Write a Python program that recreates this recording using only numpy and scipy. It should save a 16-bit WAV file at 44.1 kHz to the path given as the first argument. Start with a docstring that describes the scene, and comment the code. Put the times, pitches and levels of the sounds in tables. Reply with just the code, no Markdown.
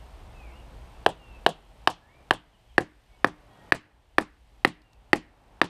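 """In a pit in packed sandy soil, close to the camera's microphone, a man drives a wooden stake with eleven
evenly paced hammer blows, light at first, then hard. Each is a dry knock of damped modes and contact noise
over a thud of the ground; as the soil grips the stake its low ring fades, and the pit walls answer in echoes.
Light wind, a distant valley hum and foliage are shaped noise, with far birds as gliding whistles and a faint
camera whine; the camera's limiter ducks everything when a blow passes its ceiling."""
import sys
import numpy as np
from scipy import signal
from scipy.fft import rfft, irfft, next_fast_len
from scipy.io import wavfile
from scipy.ndimage import uniform_filter1d, minimum_filter1d, map_coordinates

SR = 44100
rng = np.random.default_rng(int(sys.argv[2]) if len(sys.argv) > 2 else 0)


def unload_audio(sound):
    """Save the sound as a 16-bit wav file, at the path given as the first command line argument."""
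    columns = np.transpose(np.atleast_2d(sound))
    # keep every value between -1 and 1, then stretch to whole-number steps
    steps = np.round(np.clip(columns, -1, 1) * 32767)
    wavfile.write(sys.argv[1], SR, steps.astype(np.int16))


N = 250929  # length in samples


def hammering():
    """Every blow, with the soil's shudder, the pit's echoes and boom, near scatter and the far slope."""
    # The hammer blows. Each row: start in seconds, force in dB, share into the ground in dB, off-centre ring
    # in dB, top mode in dB, pitch factor of the stake, relative level of the crack in dB.
    blows = [(1.0627, 2.5, 5, 0, 2, .98, -30), (1.4633, 5.5, 3, 0, 2, .98, -26.5),
             (1.8737, 7, -2.5, 8.5, 2, 1, -26.5), (2.3086, 12, -4.5, 2, 0, 1, -33),
             (2.7805, 13, -1.5, -6.5, -1.5, .97, -36.5), (3.2447, 7.5, 1, 3.5, -10, .97, -32.5),
             (3.7214, 17, -6.5, -4.5, 3.5, 0.97, -35), (4.1829, 10.5, 1, 4, 5, .96, -31.5),
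             (4.6484, 15, -0.5, -0.5, 4, 1.06, -32), (5.1313, 15, -0.5, -5, -5, 1.06, -30.5),
             (5.6153, 20, 0.5, 4, 7.5, 0.98, -28)]
    # First echoes from the pit walls. Each row: delay in seconds, level in dB.
    walls = [(0.0184, -26), (0.0293, -34), (.04, -34.5)]
    # Loose soil shuddering round the stake. Each row: frequency in Hz, level in dB.
    soil_colour = [(300, -13), (900, -11.5), (1800, -23.5), (8000, -15.5)]
    # How long the soil shudders. Each row: frequency in Hz, t60 in seconds.
    soil_lasts = [(300, 0.16), (3000, 0.048)]
    # Scatter from soil, the man and walls. Each row: frequency in Hz, level in dB.
    scatter_colour = [(60, -6), (170, -4.5), (260, -19), (350, -21), (500, -14), (900, -20.5),
                      (1700, -35.5), (3000, -20.5), (5000, -17.5), (7000, -6.5), (12000, -11.5),
                      (15000, -23)]
    # How long the scatter lasts. 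Each row: frequency in Hz, t60 in seconds.
    scatter_lasts = [(150, 0.15), (300, 0.089), (600, 0.025), (1500, 0.28), (4000, .18), (12000, 0.049)]
    # The far slope's faint answer. Each row: frequency in Hz, level in dB.
    slope_colour = [(150, -26), (300, -38), (500, -40.5), (1200, -41), (3000, -40), (10000, -35.5)]
    slope_lasts = [(300, .5), (3000, .45), (10000, .25)]  # each row: frequency in Hz, t60 in seconds
    first_echo_s = walls[0][0]
    track = np.zeros(N)
    for count, (s, force_db, *stroke) in enumerate(blows):
        knock = amp(force_db) * blow(count, *stroke)
        add(track, s, knock)
        add(track, s + first_echo_s, boom(knock))
        for delay, db in walls:
            add(track, s + delay, amp(db) * knock)
        soil = tail(soil_colour, soil_lasts, delay=0.0045, attack=0.00033)
        near = tail(scatter_colour, scatter_lasts, delay=0.025, attack=0.00061)
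        far = tail(slope_colour, slope_lasts, delay=.07, attack=.015)
        # diffuse sound gathers what the stake sends out to every side
        knock_colour = all_round(knock)
        for echo in (soil, near, far):
            add(track, s, filtered(echo, lambda hz: amp(along(knock_colour, hz))))
    return track


def blow(count, ground_db, off_centre_db, top_db, pitch, crack_db):
    """One stroke: the soil damps the stake's modes within a few cycles and takes up the push as a thud."""
    t = np.arange(SR // 10) / SR
    thud = amp(ground_db - 19.5) * ground_thud(t, count)
    # the hammer's weight gives every stroke a deep push in the same proportion
    push = amp(-33.0) * mode(t, hz=109, t60=0.038, attack=.001)
    wood = stake_ring(t, count, ground_db, off_centre_db, top_db, pitch)
    return thud + push + wood + amp(crack_db + 5.0) * crack(t)


def ground_thud(t, count):
    """Two damped resonances of the ground, which fall in pitch as the soil packs."""
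    loose_hz, packed_hz, half_packed_blow = 449, 323, 2.0
    hz = loose_hz + (packed_hz - loose_hz) * settled(count, half_packed_blow)
    low = mode(t, hz, t60=0.014, attack=0.0035)
    high = mode(t, hz * 1.6, t60=0.024, attack=0.0081)
    return low - amp(-12.5) * high


def stake_ring(t, count, ground_db, off_centre_db, top_db, pitch):
    """Four bending modes: the grip fades the first and lifts the third; an off-centre blow drives the second."""
    # The bending modes. Each row: frequency in Hz while loose, frequency in Hz once gripped,
    # level in dB while loose, level in dB once gripped; each blow's pitch factor and shares are applied on top.
    bending = [(737, 740, -16, -23.5), (1090, 1206, -23.5, -21.5), (1681, 1805, -18.5, -16.5),
               (3010, 2520, -22.5, -28.5)]
    half_gripped_blow = 3.6
    grip = settled(count, half_gripped_blow)
    loose_hz, gripped_hz, loose_db, gripped_db = np.transpose(bending)
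    first_hz, second_hz, third_hz, fourth_hz = pitch * (loose_hz + grip * (gripped_hz - loose_hz))
    first_db, second_db, third_db, fourth_db = loose_db + grip * (gripped_db - loose_db)
    wood = amp(first_db + ground_db) * mode(t, first_hz, t60=0.015, attack=0.0011)
    wood -= amp(second_db + off_centre_db) * mode(t, second_hz, t60=.008, attack=.001)
    wood += amp(third_db) * mode(t, third_hz, t60=.007, attack=.0015)
    wood -= amp(fourth_db + top_db) * mode(t, fourth_hz, t60=0.0058, attack=0.0004)
    return wood


def crack(t):
    """Stiff high modes of stake and hammer head, under the splintery noise of the contact."""
    # The high modes. Each row: central frequency in Hz, central level in dB, t60 in seconds.
    high_modes = [(3800, -3, 0.0028), (4580, 5.5, 0.0057), (5520, -6, 0.025), (7870, -6, 0.004),
                  (11330, -10, 0.011)]
    # The contact noise. Each row: frequency in Hz, density in dB per Hz.
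    contact_spectrum = [(1500, -3), (2500, 8), (4500, 1), (6500, -18.5), (9000, -9), (10200, -18.5),
                        (11800, -15), (15500, -33.5)]
    ring = np.zeros(len(t))
    # no two blows land on the same spot, so the modes change their shares and pitches
    for hz, db, t60 in high_modes:
        share = amp(db + 2 * rng.normal())
        ring += share * mode(t, hz * (1 + 0.028 * rng.normal()), t60, attack=0.00039)
    contact = noise(contact_spectrum, len(t)) * fade(t, t60=0.014, attack=0.001)
    return burst(burst(ring) + amp(11) * burst(contact))


def settled(count, half_blow):
    """How far the soil has closed round the stake after count blows, 0-1, half done at half_blow."""
    settle_blows = 0.7
    return .5 + .5 * np.tanh((count - half_blow) / settle_blows)


def boom(knock):
    """The standing waves of the air between the pit walls, driven by the knock."""
    # The standing waves. 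Each row: frequency in Hz, gain in dB, t60 in seconds.
    pit = [(173, 0, 0.18), (304.7, -12, .3)]
    t = np.arange(SR // 2) / SR
    waves = np.zeros(len(t))
    for hz, db, t60 in pit:
        gain = 2 * np.log(1000) / (t60 * SR)  # unity at resonance before the row's gain
        waves += gain * amp(db - 60 * t / t60) * np.sin(2 * np.pi * hz * t)
    return signal.fftconvolve(knock, waves)


def tail(colour, lasts, delay, attack):
    """A diffuse echo of noise whose frequencies die each at their own speed."""
    hz, t, z = signal.stft(rng.standard_normal(SR * 3 // 4), SR, nperseg=512)
    t60 = along(lasts, hz)[:, None]
    gain = amp(along(colour, hz))[:, None] * np.sqrt(2 * np.log(1000) / (t60 * SR))
    echo = signal.istft(z * gain * amp(-60 * t / t60), SR, nperseg=512)[1]
    onset = 1 - np.exp(-np.arange(len(echo)) / SR / attack)
    return np.pad(echo * onset, (round(delay * SR), 0))


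def all_round(sound):
    """The broad colour that a sound sends out over all directions, as rows of Hz and dB."""
    centres = np.geomspace(60, 16000, 48)
    hz = np.fft.rfftfreq(len(sound), 1 / SR) + 1
    weights = np.exp(-(np.log2(hz / centres[:, None]) / .22) ** 2)  # width in octaves
    power = weights @ np.abs(rfft(sound)) ** 2 / weights.sum(axis=1)
    return np.column_stack([centres, 10 * np.log10(power + 1e-20)])


def grit():
    """Small grains drop on the soil, each a dry tick of quickly fading noise."""
    # The ticks. Each row: start in seconds, level in dB.
    grains = [(4.818, -56), (4.932, -55)]
    spectrum = [(2500, -11.5), (4000, 2.5), (7000, -12.0), (13000, -19.0)]  # Hz, dB per Hz
    track, t = np.zeros(N), np.arange(SR // 20) / SR
    for s, db in grains:
        tick = noise(spectrum, len(t)) * fade(t, t60=0.02, attack=0.00025)
        add(track, s, amp(db) * burst(tick))
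    return track


def birds():
    """Far, gliding whistles, flickering in level and smeared by the trees."""
    # The clearer whistles. Each row: start in seconds, length in seconds, start frequency in Hz,
    # middle frequency in Hz, end frequency in Hz, level in dB before flicker and smear.
    whistles = [(.32, .22, 2700, 2450, 1950, -60), (.49, .11, 2400, 2760, 2880, -64),
                (1.17, .25, 2900, 2700, 2560, -59), (2.01, .1, 1690, 1750, 2050, -62),
                (2.07, .15, 1980, 2320, 2370, -62), (2.51, .06, 3600, 3100, 2800, -64),
                (2.68, .06, 3500, 3100, 2800, -66), (3.08, .13, 2250, 2230, 2200, -69),
                (3.47, .23, 1910, 1880, 1890, -66), (3.47, .16, 3050, 3330, 3100, -70),
                (4.78, .22, 2850, 2750, 2500, -66)]
    track = np.zeros(N)
    for s, length, start_hz, middle_hz, end_hz, db in whistles + chorus(count=10):
        u = np.linspace(0, 1, int(length * SR))
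        hz = np.polyval(np.polyfit([0, .5, 1], [start_hz, middle_hz, end_hz], 2), u)
        tone = np.sin(2 * np.pi * np.cumsum(hz) / SR)
        add(track, s, amp(db) * unit(tone * signal.windows.tukey(len(u), .5)))
    track = track * amp(1.8 * wobble(35) - 1.5)
    trees = tail([(2500, -3.0)], [(2500, 0.44)], delay=0.0099, attack=0.0042)
    return track + signal.fftconvolve(track, trees)[:N]


def chorus(count):
    """Fainter birds at random times and pitches, as rows like those of the clearer whistles."""
    pitch_hz, spread, length_s, level_db = 2850, 0.13, 0.066, -71.5  # spread as a share of the pitch
    calls = []
    for when in rng.random(count):
        glide_hz = pitch_hz * (1 + spread * rng.standard_normal(3))
        calls.append((when * N / SR, length_s, *glide_hz, level_db))
    return calls


def air():
    """Wind buffets the microphone over the valley's hum, the hiss of foliage and the camera's faint whine."""
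    # The breeze swells and slackens. Each row: centre in seconds, half width in seconds, change in dB.
    gusts = [(0.349, .6, 4.5), (3.65, .22, -5.5)]
    # Wind on the microphone. Each row: frequency in Hz, density in dB per Hz.
    wind_spectrum = [(12, -39.5), (20, -9), (38, 5), (59, 6.5), (86, -10), (111, -6), (135, -23),
                     (200, -19), (260, -57), (440, -120)]
    # The distant valley. Each row: frequency in Hz, density in dB per Hz.
    valley_spectrum = [(65, -20.5), (110, 1.5), (167, -7), (316, -8), (393, -10), (823, -6.5), (1250, -15),
                       (1350, -15.5), (3500, -34), (4550, -55), (7700, -120)]
    # Leaves. Each row: frequency in Hz, density in dB per Hz.
    foliage_spectrum = [(1000, -16.5), (1800, -2.5), (3000, -1.5), (4200, -6.5), (6000, -12), (9500, -16),
                        (12000, -17.5), (13200, -19), (16000, -31)]
    t = np.arange(N) / SR
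    gust_db = sum(db * np.exp(-((t - s) / width) ** 2) for s, width, db in gusts)
    wind = amp(-50 + gust_db + 1.7 * wobble(2.4)) * noise(wind_spectrum, N)
    valley = amp(-55.5 + 2.1 * wobble(2.3)) * noise(valley_spectrum, N)
    hiss = noise(foliage_spectrum, N) + amp(-15.5) * whine(hz=8350, pulse_hz=46.7)
    return wind + valley + amp(-63.5) * hiss


def whine(hz, pulse_hz):
    """A thin, high electrical tone of unsteady phase that comes in regular pulses, rms 1."""
    t = np.arange(N) / SR
    gate = np.exp(6 * np.cos(2 * np.pi * pulse_hz * t))
    return unit(gate * np.sin(2 * np.pi * hz * t + 1.8 * wobble(320)))


def limiter(x):
    """The gain drops just ahead of anything over the ceiling and creeps back at a steady rate."""
    ceiling_db, sense_s, look_ahead_s, recover_db_per_s = -6, .0012, 0.0095, 14
    level_db = 10 * np.log10(np.abs(uniform_filter1d(x ** 2, int(sense_s * SR))) + 1e-12)
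    needed_db = minimum_filter1d(np.minimum(ceiling_db - level_db, 0), 2 * int(look_ahead_s * SR))
    climb_db = recover_db_per_s * np.arange(N) / SR
    return x * amp(np.minimum.accumulate(needed_db - climb_db) + climb_db)


def mode(t, hz, t60, attack):
    """One damped resonance, scaled as a burst."""
    return burst(np.sin(2 * np.pi * hz * t) * fade(t, t60, attack))


def fade(t, t60, attack):
    """A quick rise and an exponential decay."""
    return (1 - np.exp(-(t / attack) ** 2)) * amp(-60 * t / t60)


def burst(x):
    """Scale a short sound to the energy of 10 ms at rms 1."""
    return x * np.sqrt(SR / 100 / (np.sum(x ** 2) + 1e-20))


def noise(spectrum, size):
    """Coloured noise of rms 1."""
    return unit(filtered(rng.standard_normal(size), lambda hz: amp(along(spectrum, hz))))


def filtered(x, response):
    """Weight the spectrum of x by a response of frequency."""
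    m = next_fast_len(len(x) + 8192)
    return irfft(rfft(x, m) * response(np.fft.rfftfreq(m, 1 / SR)), m)[:len(x)]


def along(points, hz):
    """Interpolate rows of Hz and value on a log frequency axis."""
    f, v = np.transpose(points)
    return np.interp(np.log(hz + 1), np.log(f + 1), v)


def wobble(rate):
    """A smooth random curve, rate knots a second."""
    knots = rng.standard_normal(int(N * rate / SR) + 4)
    return map_coordinates(knots, [np.arange(N) * rate / SR])


def add(track, s, sound):
    """Mix a sound into the track at s seconds."""
    part = track[max(round(s * SR), 0):][:len(sound)]
    part += sound[:len(part)]


def amp(db):
    """Turn dB into an amplitude factor."""
    return 10 ** (np.asarray(db) / 20)


def unit(x):
    """Scale to rms 1."""
    return x / np.sqrt(np.mean(x ** 2) + 1e-20)


def scene():
    """The blows and falling grit in front, the birds and the air behind, in one channel."""
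    return (hammering() + grit() + birds() + air())[None]


def record(dry):
    """The camera limits the blows, rounds off the highest peaks and cuts steeply above its band limit."""
    top_hz = 15400
    held = limiter(dry[0])
    rounded = held / (1 + np.abs(held) ** 8) ** (1 / 8)
    return filtered(rounded, lambda hz: 1 / (1 + (hz / top_hz) ** 80))[None]


dry = scene()
out = record(dry)
unload_audio(out)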